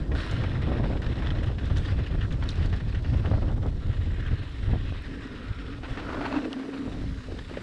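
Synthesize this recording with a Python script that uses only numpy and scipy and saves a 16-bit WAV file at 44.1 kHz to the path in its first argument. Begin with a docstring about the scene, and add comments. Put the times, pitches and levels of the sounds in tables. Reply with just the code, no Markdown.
"""Wind buffets a microphone on a rider's chest as a mountain bike runs down a dry dirt trail.
Underneath, the tyres crunch over grit, hiss through sand and hum with the air inside them.
Bumps shake the chain and cables into short rattles, and stones tick on the metal.
In a banked turn the leaning tyres grind, drum and scrub; near the end the frame knocks."""
import sys
import numpy as np
from scipy import signal
from scipy.fft import rfft, irfft
from scipy.io import wavfile
from scipy.ndimage import uniform_filter1d

SR = 44100
rng = np.random.default_rng(int(sys.argv[2]) if len(sys.argv) > 2 else 0)


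def materialize(psi):
    """Save the field psi as 16-bit PCM at rate SR to the path in sys.argv[1].

    A 1-D psi becomes a single channel; in a 2-D psi each row is a channel.
    """
    bounded = np.clip(np.atleast_2d(psi).T, -1, 1)
    quanta = np.round(bounded * 32767).astype(np.int16)
    wavfile.write(sys.argv[1], SR, quanta)


N = 336042
T = np.arange(N) / SR

# Levels are relative: each layer adds its own gain.
# Air flow over the microphone. Each row: time in seconds, level in dB.
AIR_FLOW = [(0.0, -29.5), (0.15, -27), (2.16, -26.5), (2.55, -29), (2.63, -21), (2.78, -28), (3.44, -24.5),
            (3.67, -28), (4.31, -26.5), (4.56, -37), (4.69, -24), (5.28, -43.5), (5.5, -37), (6.35, -40),
            (6.62, -59), (7.07, -29), (7.19, -35), (7.62, -43)]
# Sudden puffs and lulls. Each row: middle and half length in seconds, change in dB.
PUFFS = [(0.272, 0.043, -10), (0.337, 0.031, 1.5), (1.004, 0.034, -4), (1.154, 0.012, -10.5),
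         (1.288, 0.011, 0), (1.605, 0.015, -10.5), (1.73, 0.028, 3), (1.915, 0.024, 3),
         (2.073, 0.023, -6.5), (2.127, 0.016, 4.5), (2.202, 0.013, -1.5), (2.804, 0.016, -11),
         (2.99, 0.0086, -1.5), (3.13, 0.022, 1), (3.187, 0.013, -1), (3.241, 0.056, 4),
         (3.823, 0.028, -4.5), (4.062, 0.0081, -7), (4.183, 0.027, -0.5), (4.257, 0.014, -2.5),
         (4.339, 0.029, 4), (4.371, 0.014, -12), (4.448, 0.017, -6), (4.722, 0.038, 2.5),
         (4.819, 0.023, 0.5), (5.515, 0.0074, 8.5), (5.919, 0.015, 9.5), (7.235, 0.019, -14.5)]
# The boom shifts as the chest turns to the air. Each row: time in seconds, centre in Hz.
BOOM_PITCH = [(0.1, 86), (0.8, 121.5), (1.6, 92.8), (4.8, 81.6), (6.9, 171.4)]
# Gusts tearing at the microphone port. Each row: start and length in seconds, level in dB.
HARD_GUSTS = [(0.65, 0.3, -38), (1.04, 0.47, -45.5), (3.12, 0.014, -41), (3.24, 0.35, -42.5),
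              (3.62, 0.041, -40.5), (4.68, 0.064, -43.5), (6.84, 0.21, -49), (7.275, 0.12, -49.5),
              (7.5, 0.11, -47.5)]
# How hard the tyres bite. Each row: time in seconds, level in dB.
TYRE_BITE = [(0, -50.5), (0.135, -67.5), (0.16, -43), (0.4, -45.5), (0.6, -49), (0.68, -48), (0.97, -51),
             (1.28, -48), (1.65, -52.5), (1.85, -49.5), (2.25, -53), (2.55, -48.5), (2.9, -53), (3.25, -50),
             (3.56, -60), (3.78, -52.5), (3.88, -54), (4.25, -50.5), (5.8, -52), (5.88, -49.5), (6.4, -54),
             (7.1, -54.5), (7.62, -53)]
# Rough ground makes the crunch clump. Each row: time in seconds, clump depth in dB.
ROUGHNESS = [(0.35, 0.9), (1.0, 2.4), (2.9, 2.2), (4.4, 1.74), (5.6, 1.5), (6.1, 1.4)]
# Dust thrown up by the tyres. Each row: start and length in seconds, level in dB.
DUST_SPRAYS = [(0.14, 0.2, -69), (1.75, 0.12, -77), (2.47, 0.23, -83), (5.85, 2.4, -76.5), (6.1, 0.3, -88)]
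# The tyres go light over crests. Each row: middle and half length in seconds, change in dB.
CRESTS = [(1, 0.018, -4), (1.562, 0.015, -4.5), (2.282, 0.022, -7), (2.39, 0.032, -4), (3.024, 0.016, -6),
          (3.594, 0.02, -4), (3.75, 0.042, -6.5), (4.564, 0.12, -2.5), (5.808, 0.038, -8)]
# Resonances of the air in the tyres. Each row: centre and width in Hz, level in dB.
AIR_MODES = [(275, 48, 0), (345, 70, -15), (455, 80, -14)]
# The lowest of them bends under load. Each row: time in seconds, pitch in Hz.
AIR_PITCH = [(5.8, 276), (6.2, 284), (6.42, 278.7), (6.9, 267), (7.3, 267.5)]
# Faint hum of plain rolling. Each row: time in seconds, level in dB.
ROLLING_HUM = [(0, -47), (3.8, -55.5), (4.7, -49.5), (5.6, -55.5), (7.1, -48.5), (7.62, -54)]
# Extra hum as the turn loads the tyres. Each row: time in seconds, level in dB.
TURN_LOAD = [(5.62, -26), (6.12, -13), (6.18, -2), (6.27, -9.5), (6.385, 3), (6.42, -7), (6.46, 0),
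             (6.52, -9), (6.58, -5.5), (6.68, -10.5), (6.86, -3), (6.91, -23), (7.05, -27), (7.12, -15)]
# Tread drumming on the packed berm. Each row: start and length in seconds, level in dB.
TREAD_DRUMS = [(5.03, 0.39, -41), (5.56, 0.19, -42), (5.92, 1.1, -43.5)]
# Big bumps. Each row: start in seconds, level in dB, offset of the dull body in dB.
BUMPS = [(0.115, -34, 2), (0.149, -32, -14), (0.232, -27, -18), (0.437, -39, 12), (0.665, -37, -2),
         (1.0185, -31, -10), (1.027, -39, -10), (1.063, -29, -5), (1.1004, -42, -3), (1.155, -38, 1),
         (1.221, -41.5, 13), (1.26, -34, -4), (1.2695, -24, -11), (1.3044, -28, -11), (1.351, -39.5, 3),
         (1.384, -35, -6), (1.48, -37, -9), (1.5828, -34.5, -2), (1.611, -42, 1), (1.663, -36, -7),
         (1.699, -35.5, 1), (1.762, -31.5, -10), (1.848, -32.5, -3), (1.884, -35.5, -1), (1.9874, -36, -6),
         (2.061, -37.5, -6), (2.127, -48, 2), (2.209, -33, -16), (2.226, -39, -5), (2.3062, -35.5, -17),
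         (2.424, -34, 5), (2.5516, -42, -1), (2.594, -39, -5), (2.645, -38, 1), (2.727, -34, 4.5),
         (2.7997, -39, 0), (2.947, -33.5, -19), (3.045, -36.5, 3), (3.257, -33.5, -1), (3.4805, -39, -6),
         (3.714, -50, 4), (3.929, -37.5, -2), (4.197, -52, 6), (5.5868, -38.5, -18), (5.724, -38, -12),
         (5.831, -37, 5.5), (5.972, -35.5, 9), (7.3865, -29.5, -3), (7.495, -45.5, 11), (7.5367, -37, 1),
         (7.568, -36, -10)]
# Sifting sand. Each row: start and length in seconds, level in dB, centre in Hz.
SAND_PATCHES = [(0.155, 0.088, -53, 4260), (0.83, 0.076, -62, 4300), (1.832, 0.086, -56.5, 4630),
                (2.86, 0.054, -60, 4470), (2.992, 0.42, -63, 4470), (4.36, 0.62, -58.5, 3400),
                (7.3, 0.44, -76, 4530)]
# Stones on metal. Each row: start in seconds, ring level in dB, pitch in Hz, snap level in dB,
# seconds to fade by 60 dB.
STONE_HITS = [(0.312, -44, 3500, -49, 0.038), (0.62, -59, 3170, -62, 0.032), (1.0174, -61, 3750, -62, .07),
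              (1.2705, -31, 3570, -72, 0.017), (1.3042, -29, 3300, -70, 0.018),
              (1.461, -50, 3720, -62, .04), (1.6544, -54, 3750, -58.5, .05),
              (1.770, -45, 3190, -50.5, 0.056), (1.7826, -42, 3400, -55, 0.036),
              (1.858, -39, 3460, -61, 0.046), (2.064, -39, 2880, -66, 0.06), (2.211, -38, 3060, -72, 0.066),
              (2.323, -41.5, 3600, -57, .04), (2.438, -50, 4200, -56, .025),
              (2.489, -27.5, 4000, -46, 0.026), (2.495, -37, 3430, -62, 0.045),
              (2.504, -32, 5760, -57, .025), (2.515, -41, 4070, -66, 0.039), (2.556, -48, 3680, -59, .05),
              (2.659, -43, 4520, -54.5, 0.028), (2.949, -45, 3180, -66, 0.055),
              (3.664, -48, 3470, -62, 0.028), (4.265, -40.5, 3200, -63, .035),
              (6.53, -19, 2770, -45.5, 0.0058), (7.389, -41, 3300, -62, .035)]
# Grit striking near the microphone. Each row: start in seconds, level in dB.
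GRIT_HITS = [(0.312, -45), (1.0186, -51), (1.458, -56), (1.761, -53), (2.4892, -44), (3.155, -59),
             (3.662, -58), (4.4962, -52), (5.0225, -43), (6.2615, -46), (6.311, -54), (6.678, -54),
             (6.8942, -53), (7.1033, -54)]
# Air breaking away from the port. Each row: time in seconds, pressure level in dB,
# burst level in dB, half length of the burst in seconds.
AIR_FLAPS = [(0.8, -25, -35.5, 0.0044), (0.934, -26, -36, 0.0033), (3.252, -26, -37, 0.0087),
             (3.315, -20, -36, 0.0035), (3.34, -32, -33.5, 0.0086), (3.428, -35, -38, 0.011),
             (3.481, -22, -41, 0.0024), (3.517, -32, -44.5, 0.025), (3.66, -28, -42, 0.0099),
             (4.694, -27, -51, 0.003), (4.736, -18.5, -40, 0.006), (4.758, -24.5, -46, 0.003),
             (4.924, -26, -50, 0.0047), (6.879, -24, -43, 0.01), (7.04, -28, -51, 0.004)]
# Grinding on the berm. Each row: start and length in seconds, level in dB.
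GRINDS = [(4.1, 0.17, -37.5), (4.95, 0.51, -51), (5.9, 0.37, -38)]
# Pitch of the grinding. Each row: time in seconds, centre in Hz.
GRIND_PITCH = [(4.12, 1720), (4.45, 1550), (5.25, 1760), (5.5, 1550), (6.15, 1350)]
# Side knobs on smooth dirt. Each row: time in seconds, level in dB, centre in Hz.
KNOB_WHIRR = [(5.3, -55, 1490), (5.46, -52, 1390), (5.74, -51, 1360)]
# Knobs let go and catch. Each row: middle and half length in seconds, grit and casing levels in dB.
KNOB_SLIPS = [(5.849, 0.016, -45, -45), (5.993, 0.021, -46, -47), (6.104, 0.004, -48, -40),
              (6.261, 0.0086, -34.5, -30), (6.325, 0.005, -34.5, -30), (6.349, 0.0082, -43, -38.5),
              (6.367, 0.0045, -33, -32), (6.423, 0.0067, -46, -52), (6.449, 0.0055, -38.5, -55),
              (6.743, 0.0098, -43.5, -55), (6.78, 0.0064, -44, -47)]
# Tyres slipping sideways. Each row: time in seconds, level in dB.
SIDE_SLIP = [(5.87, -51), (6.2, -40), (6.38, -39), (6.45, -48), (6.95, -54)]
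# Dull low blows, most of them knocks through the frame; the one at 7.01 s is a thump as the wind bursts. Each
# row: start in seconds, level in dB, pitch in Hz.
LOW_KNOCKS = [(6.688, -13.5, 400), (7.013, -16, 300), (7.284, -17.5, 410), (7.321, -12.5, 397),
              (7.512, -16, 353), (7.572, -11.5, 485)]

# Tone curves. Each row: frequency in Hz, relative level in dB.
RUMBLE_EQ = [(12, -7), (25, 2), (38, 8), (70, 5.5), (115, 0.5), (160, -7.5), (215, -16), (275, -16),
             (340, -24), (600, -37), (1500, -80)]  # large eddies
SPLUTTER_EQ = [(90, -19.5), (180, 2.5), (290, 2.5), (400, -4.5), (550, -7.5), (800, -15.5), (1200, -23),
               (2000, -44.5), (5000, -59), (12000, -85.5)]  # small eddies
TEARING_EQ = [(250, -10.5), (600, 4), (1000, -5.5), (1400, -7.5), (2000, -15), (5000, -53), (12000, -83.5)]  # torn air
CRUNCH_EQ = [(150, -3.5), (400, 5), (800, -6.5), (1050, -4.5), (1400, -1.5), (1900, 0), (2250, -6),
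             (2700, -4.5), (3900, -8), (4600, -20.5), (5400, -16), (6300, -48), (10000, -36),
             (12500, -79.5)]  # crushed grit
DUST_EQ = [(1500, -12), (4000, 11), (5500, 5), (6300, 1), (7200, 0), (8200, -1), (10000, -9), (11000, -13),
           (12000, -21), (15500, -39)]  # flying dust
DRUM_EQ = [(60, -38), (150, -0.5), (225, -0.5), (275, 7), (365, -8), (455, -3.5), (560, -16.5),
           (750, -23.5), (2000, -59), (8000, -95)]  # drumming tread
CLATTER_EQ = [(200, -24), (600, -10.5), (1100, 2.5), (1850, 12.5), (2250, -6), (2900, 2.5), (4000, -4),
              (4700, -7.5), (5500, -15.5), (6500, -17), (9000, -45), (12000, -59.5), (16000, -56.5)]  # chain and cables
CLINK_EQ = [(500, -21), (2500, 2.5), (4500, 3.5), (7000, -17), (12000, -14.5)]  # a stone's ring
SNAP_EQ = [(1500, -9), (4000, 6), (6000, 3), (8500, -5), (11000, -22), (12500, -38), (15500, -55)]  # a stone's snap
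PING_EQ = [(3000, -25), (7000, -6), (9500, 10), (12000, -6), (15500, -10)]  # a single grain
SCRAPE_EQ = [(500, -3), (1600, 9), (2100, -7), (2600, 8.5), (3300, -5), (4200, -2.5), (5200, -17),
             (6500, -22), (9000, -39), (13000, -47)]  # grit under a slipping knob
CASING_EQ = [(250, -15), (600, -9), (950, 8.5), (1400, -4), (2200, -8), (5000, -46), (13000, -79)]  # the hollow tyre casing
SLIDE_EQ = [(150, -23.5), (300, 7), (450, 1), (650, 2.5), (950, -3), (1300, -2), (2000, -8), (4000, -20.5),
            (13000, -61)]  # sliding dirt, also the body of a rattle


def amp(db):
    """Decibels to gain."""
    return 10 ** (np.asarray(db) / 20)


def unit(x):
    """Scales to rms 1."""
    return x / np.sqrt(np.mean(x ** 2) + 1e-20)


def curve(rows):
    """Glides through a table's second column over time."""
    return np.interp(T, *np.transpose(rows)[:2])


def level(rows):
    """Gain from a dB curve, fading out beyond its ends."""
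    outside_s = np.maximum(np.maximum(rows[0][0] - T, T - rows[-1][0]), 0)
    return amp(curve(rows)) * np.exp(-outside_s / 0.082)


def bell(s, half):
    """A smooth rise and fall about time s."""
    return np.exp(-((T - s) / half) ** 2)


def swells(rows, attack_s, release_s, sag_db_per_s=0):
    """Gain of events that rise, hold or sag for their length and die away."""
    gain = np.zeros(N)
    for s, length, db in rows:
        attack = np.clip((T - s) / attack_s, 0, 1)
        release = np.exp(-np.maximum(T - s - length, 0) / release_s)
        gain += amp(db - sag_db_per_s * np.clip(T - s, 0, length)) * attack * release
    return gain


def add(mix, s, sound):
    """Mixes a sound in at time s."""
    part = mix[max(round(s * SR), 0):][:len(sound)]
    part += sound[:len(part)]


def colour(x, eq):
    """Applies a tone curve as a minimum-phase filter of unit energy."""
    hz, db = np.transpose(eq)
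    bins_hz = np.fft.rfftfreq(8192, 1 / SR)
    log_gain = np.log(amp(np.interp(np.log(bins_hz + 1), np.log(hz), db)))
    mirrored = np.concatenate([log_gain, log_gain[-2:0:-1]])
    taps = np.fft.ifft(np.exp(np.conj(signal.hilbert(mirrored)))).real
    return signal.oaconvolve(x, taps / np.linalg.norm(taps))[:len(x)]


def wander(rate_hz):
    """Smooth random motion of rms 1, up to about the given rate."""
    hz = np.fft.rfftfreq(N, 1 / SR)
    band = hz / (hz + rate_hz / 10) * np.exp(-(hz / rate_hz) ** 2)
    return unit(irfft(rfft(rng.standard_normal(N)) * band, N))


def steady(x, seconds):
    """Evens out swells slower than the given time."""
    size = max(int(seconds * SR), 2)
    power = uniform_filter1d(uniform_filter1d(x ** 2, size), size)
    return x / np.sqrt(abs(power) + 1e-12)


def grains(per_s, spread_db):
    """Random clicks of uneven size, at rms 1."""
    out, at = np.zeros(N), np.flatnonzero(rng.random(N) < per_s / SR)
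    size = amp(spread_db * np.minimum(rng.exponential(1, N)[at], 4))
    out[at] = size * rng.standard_normal(N)[at]
    return unit(out)


def resonate(x, hz, width_hz):
    """A steep resonance, fixed or following a pitch curve."""
    carrier = np.exp(2j * np.pi * np.cumsum(hz * np.ones(len(x))) / SR)
    pole = np.exp(-np.pi * width_hz / SR)
    once = signal.lfilter([1 - pole], [1, -pole], x / carrier + 1e-18)
    return 2 * (carrier * signal.lfilter([1 - pole], [1, -pole], once)).real


def strikes(rows, width_share, gain_db):
    """Short rough blows, each a band of noise dying away about its own pitch."""
    out, t = np.zeros(N), T[:SR // 8]
    for s, db, hz, t60 in rows:
        ring = resonate(rng.standard_normal(2 * len(t)), hz, width_share * hz)
        ring = steady(ring, seconds=4 / hz)[len(t):]
        attack = 1 - np.exp(-t * hz * 2)
        add(out, s, ring * amp(db + gain_db - 60 * t / t60) * attack)
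    return out


def wind(rumble_db=0.83, boom_db=-6, splutter_db=6, tearing_db=-10, chop_db=3.5,
         turbulence_db=-16.5, calming_db_per_s=2):
    """Large eddies push on the microphone and boom in fast flow; small ones splutter in their troughs."""
    puffs_db = sum(db * bell(s, half) for s, half, db in PUFFS)
    flow = level(AIR_FLOW) * amp(puffs_db + 1.9 * wander(rate_hz=17))
    boom = unit(resonate(rng.standard_normal(N), curve(BOOM_PITCH), width_hz=58.7))
    rumble = colour(rng.standard_normal(N), RUMBLE_EQ)
    eddies = steady(rumble + amp(boom_db) * boom * unit(flow), seconds=0.034)
    gusts = swells(HARD_GUSTS, attack_s=0.017, release_s=0.028, sag_db_per_s=10)
    turbulence = np.sqrt(flow * level(AIR_FLOW)) * amp(turbulence_db - calming_db_per_s * T)
    strength = np.hypot(turbulence, gusts)
    # a full gust smooths the splutter a little
    chop = wander(rate_hz=33) * (1 - 0.16 * gusts / strength)
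    splutter = colour(rng.standard_normal(N), SPLUTTER_EQ) * amp(chop_db * chop - 0.5 * eddies)
    splutter = amp(splutter_db) * steady(splutter, seconds=0.049)
    # the hardest gusts tear into ragged bursts higher up
    bursts = colour(grains(per_s=1700, spread_db=4) * amp(chop_db * chop), TEARING_EQ)
    tearing = amp(tearing_db) * steady(bursts, seconds=0.2) * np.minimum(unit(strength), 2)
    return amp(rumble_db) * eddies * flow + (splutter + tearing) * strength


def pebbles(low_hz=1000, high_hz=5500, per_s=3500, decay_cycles=5, sizes=12):
    """Small stones click, each size with its own short ring."""
    out, t = np.zeros(N), T[:SR // 40]
    for hz in np.geomspace(low_hz, high_hz, sizes):
        ring = np.sin(2 * np.pi * hz * t) * np.exp(-t * hz / decay_cycles) * np.sqrt(hz)
        out += signal.oaconvolve(grains(per_s / sizes, spread_db=2), ring)[:N]
    return unit(out)


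def tyre_crunch(contact, crush_db=2, pebble_db=-7, dust_db=7.5, grit_db=-5, haze_db=-71):
    """Knobs crush grit in clumps, deeper on rough ground, and throw up a hiss of dust."""
    clump_db = curve(ROUGHNESS)
    clumps = amp(clump_db * wander(rate_hz=34))
    crush = amp(crush_db) * steady(grains(per_s=12000, spread_db=2) * clumps, seconds=0.15)
    stones = amp(pebble_db) * steady(pebbles() * clumps, seconds=0.27)
    crunch = colour((crush + stones) * level(TYRE_BITE) * contact, CRUNCH_EQ)
    dust = amp(dust_db) * grains(per_s=13000, spread_db=-1.5)
    # dry ticks of loose grit against the frame
    grit = amp(grit_db) * steady(grains(per_s=60, spread_db=6), seconds=0.21) * unit(clump_db)
    haze = amp(haze_db) * unit(level(TYRE_BITE)) ** 0.14
    thrown = haze + swells(DUST_SPRAYS, attack_s=0.013, release_s=0.057)
    return crunch + colour((dust + grit) * thrown * np.sqrt(clumps), DUST_EQ)


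def patchy_ground(x, depth_db=1.27, patch_hz=520, patch_s=0.16):
    """Bands swell and fade on their own as the ground under the tyres changes."""
    bands = signal.stft(x, nperseg=512)[2]
    patches = rng.standard_normal(bands.shape)
    patches = uniform_filter1d(patches, round(patch_hz * 512 / SR), axis=0)
    patches = uniform_filter1d(patches, round(patch_s * SR / 256), axis=1)
    return signal.istft(bands * amp(depth_db * unit(patches)), nperseg=512)[1][:N]


def tyre_hum(turn_db=-29.5, drum_db=-0.5, throb_db=2):
    """The tread drums on the ground and rings the air in the tyres, louder as the turn loads them."""
    knobs = rng.standard_normal(N)
    bend = curve(AIR_PITCH) / AIR_MODES[0][0]
    ring = sum(amp(db) * unit(resonate(knobs, hz * bend, width)) for hz, width, db in AIR_MODES)
    throb = amp(throb_db * wander(rate_hz=40))
    drum = colour(grains(per_s=1400, spread_db=-1), DRUM_EQ)
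    drum *= swells(TREAD_DRUMS, attack_s=0.044, release_s=0.041)
    load = amp(turn_db) * level(TURN_LOAD) + level(ROLLING_HUM)
    return steady(ring, seconds=0.033) * throb * load + amp(drum_db) * drum


def jolts(per_s=2, max_db=-44, body_db=-1):
    """Small random bumps, as strong as bite and roughness make them; rows as in BUMPS."""
    at = np.flatnonzero(rng.random(N) < per_s / SR)
    strength_db = 20 * np.log10(level(TYRE_BITE) * curve(ROUGHNESS) + 1e-9) - 3
    return [(T[i], min(strength_db[i], max_db), body_db) for i in at]


def chain_rattles(body_db=-6, ring_db=-13, ring_hz=2680, spread_hz=640,
                  jingle_t60_s=0.1, slap_db=-33, halving_db=3.5):
    """Each bump throws chain and cables into a dying flurry of contacts; one part rings out."""
    t = T[:SR // 4]
    bright, dull, ringing = np.zeros((3, N))
    contacts = steady(grains(per_s=3000, spread_db=2.5), seconds=0.003)
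    body = steady(colour(rng.standard_normal(N), SLIDE_EQ), seconds=0.0021)
    for s, db, dull_db in BUMPS + jolts():
        # soft bumps jingle on, hard ones slap and stop short
        t60 = jingle_t60_s * 0.5 ** (max(db - slap_db, 0) / halving_db)
        flurry = amp(db - 60 * t / t60) * (1 - np.exp(-t / 0.0006))
        hz = ring_hz + spread_hz * rng.standard_normal()
        ring = steady(resonate(rng.standard_normal(len(t)), hz, width_hz=500), seconds=0.009)
        add(bright, s, flurry)
        add(dull, s, flurry * amp(dull_db))
        add(ringing, s, flurry * ring)
    clatter = 0.5 * colour(contacts * bright, CLATTER_EQ)
    return clatter + amp(body_db) * body * dull + amp(ring_db) * ringing


def sand_hiss(width_hz=2260):
    """A dense, high hiss as the tyres slide over fine sand."""
    out, sand = np.zeros(N), grains(per_s=8100, spread_db=3.5)
    for s, length, db, hz in SAND_PATCHES:
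        part = slice(round(s * SR), round(s * SR) + SR)
        hiss = unit(resonate(resonate(sand[part], hz, width_hz), hz, width_hz))
        add(out, s, hiss * swells([(s, length, db)], attack_s=0.026, release_s=0.03)[part])
    return out


def stone_ticks(snap_db=7):
    """Stones hit metal with a bright snap and a brief ring."""
    snaps, t = np.zeros(N), T[:SR // 8]
    for s, _, _, db, t60 in STONE_HITS:
        add(snaps, s, amp(db + snap_db - 60 * t / t60))
    blows = [(s, db, hz, t60) for s, db, hz, _, t60 in STONE_HITS]
    ring = strikes(blows, width_share=0.15, gain_db=-10)
    return colour(ring, CLINK_EQ) + colour(snaps * rng.standard_normal(N), SNAP_EQ)


def grit_pings(t60_s=0.003):
    """Single grains strike close by: tiny, hard clicks in the top of the treble."""
    out, t = np.zeros(N), T[:SR // 100]
    for s, db in GRIT_HITS:
        add(out, s, 0.5 * amp(db - 60 * t / t60_s) * rng.choice([-1., 1.], len(t)))
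    return colour(out, PING_EQ)


def air_flaps(edge_s=0.00029, fade_s=0.0023):
    """Pressure on the port builds, collapses at once and recovers, in a burst of torn air."""
    out = np.zeros(N)
    torn = steady(colour(grains(per_s=1700, spread_db=1.5), TEARING_EQ), seconds=0.005)
    for s, db, burst_db, half in AIR_FLAPS:
        pressure = np.tanh((s - T) / edge_s) * np.exp(-abs(T - s) / fade_s)
        out += amp(db) * pressure + amp(burst_db) * bell(s, half) * torn
    return out


def berm_grind(gain_db=-6):
    """The side knobs grind on the berm in a band that wavers and sinks as the bike leans."""
    grind = resonate(grains(per_s=1300, spread_db=3.5), curve(GRIND_PITCH), width_hz=480)
    return amp(gain_db) * unit(grind) * swells(GRINDS, attack_s=0.27, release_s=0.037)


def knob_whirr():
    """The side knobs whirr on packed dirt, a narrow band sinking as the bike slows."""
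    s, _, hz = np.transpose(KNOB_WHIRR)
    band = resonate(rng.standard_normal(N), np.interp(T, s, hz), width_hz=260)
    return level(KNOB_WHIRR) * steady(band, seconds=0.024)


def knob_scrapes():
    """Each brief slip grinds grit under the knobs, and the tyre casing answers."""
    grit = steady(colour(grains(per_s=2500, spread_db=2), SCRAPE_EQ), seconds=0.005)
    casing = steady(colour(grains(per_s=1500, spread_db=1), CASING_EQ), seconds=0.006)
    return sum(bell(s, half) * (amp(grit_db) * grit + amp(casing_db) * casing)
               for s, half, grit_db, casing_db in KNOB_SLIPS)


def dirt_scrub(gain_db=3.5, judder_db=3):
    """Loose dirt slips in judders under the leaning tyres."""
    slips = unit(grains(per_s=4100, spread_db=0.5) * amp(judder_db * wander(rate_hz=55)))
    return amp(gain_db) * colour(slips * level(SIDE_SLIP), SLIDE_EQ)


def low_knocks(t60_s=0.026):
    """Dull blows ring briefly, most of them through the frame."""
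    return strikes([(*row, t60_s) for row in LOW_KNOCKS], width_share=0.27, gain_db=-10.5)


def scene():
    """Wind, tyres and the shaking bike in mono; the ground noise dips over each crest."""
    contact = amp(sum(db * bell(s, half) for s, half, db in CRESTS))
    ground = patchy_ground(tyre_crunch(contact) + (berm_grind() + knob_whirr() + sand_hiss()) * contact)
    knocks = low_knocks()
    air = wind() + air_flaps()
    tyres = ground + tyre_hum() + dirt_scrub() + knob_scrapes()
    bike = knocks + stone_ticks() + grit_pings() + chain_rattles()
    return (air + tyres + bike)[None]


def record(dry, ceiling=0.3, bass_hz=300, top_hz=15800):
    """The microphone rounds off the bass of the strongest gusts and loses the highest treble."""
    bass = signal.sosfiltfilt(signal.butter(2, bass_hz, fs=SR, output="sos"), dry)
    rounded = dry - bass + ceiling * np.tanh(bass / ceiling)
    lowpass = signal.firwin(511, top_hz, window=("kaiser", 9), fs=SR)
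    return signal.oaconvolve(rounded, lowpass[None], "same")


dry = scene()
out = record(dry)
materialize(out)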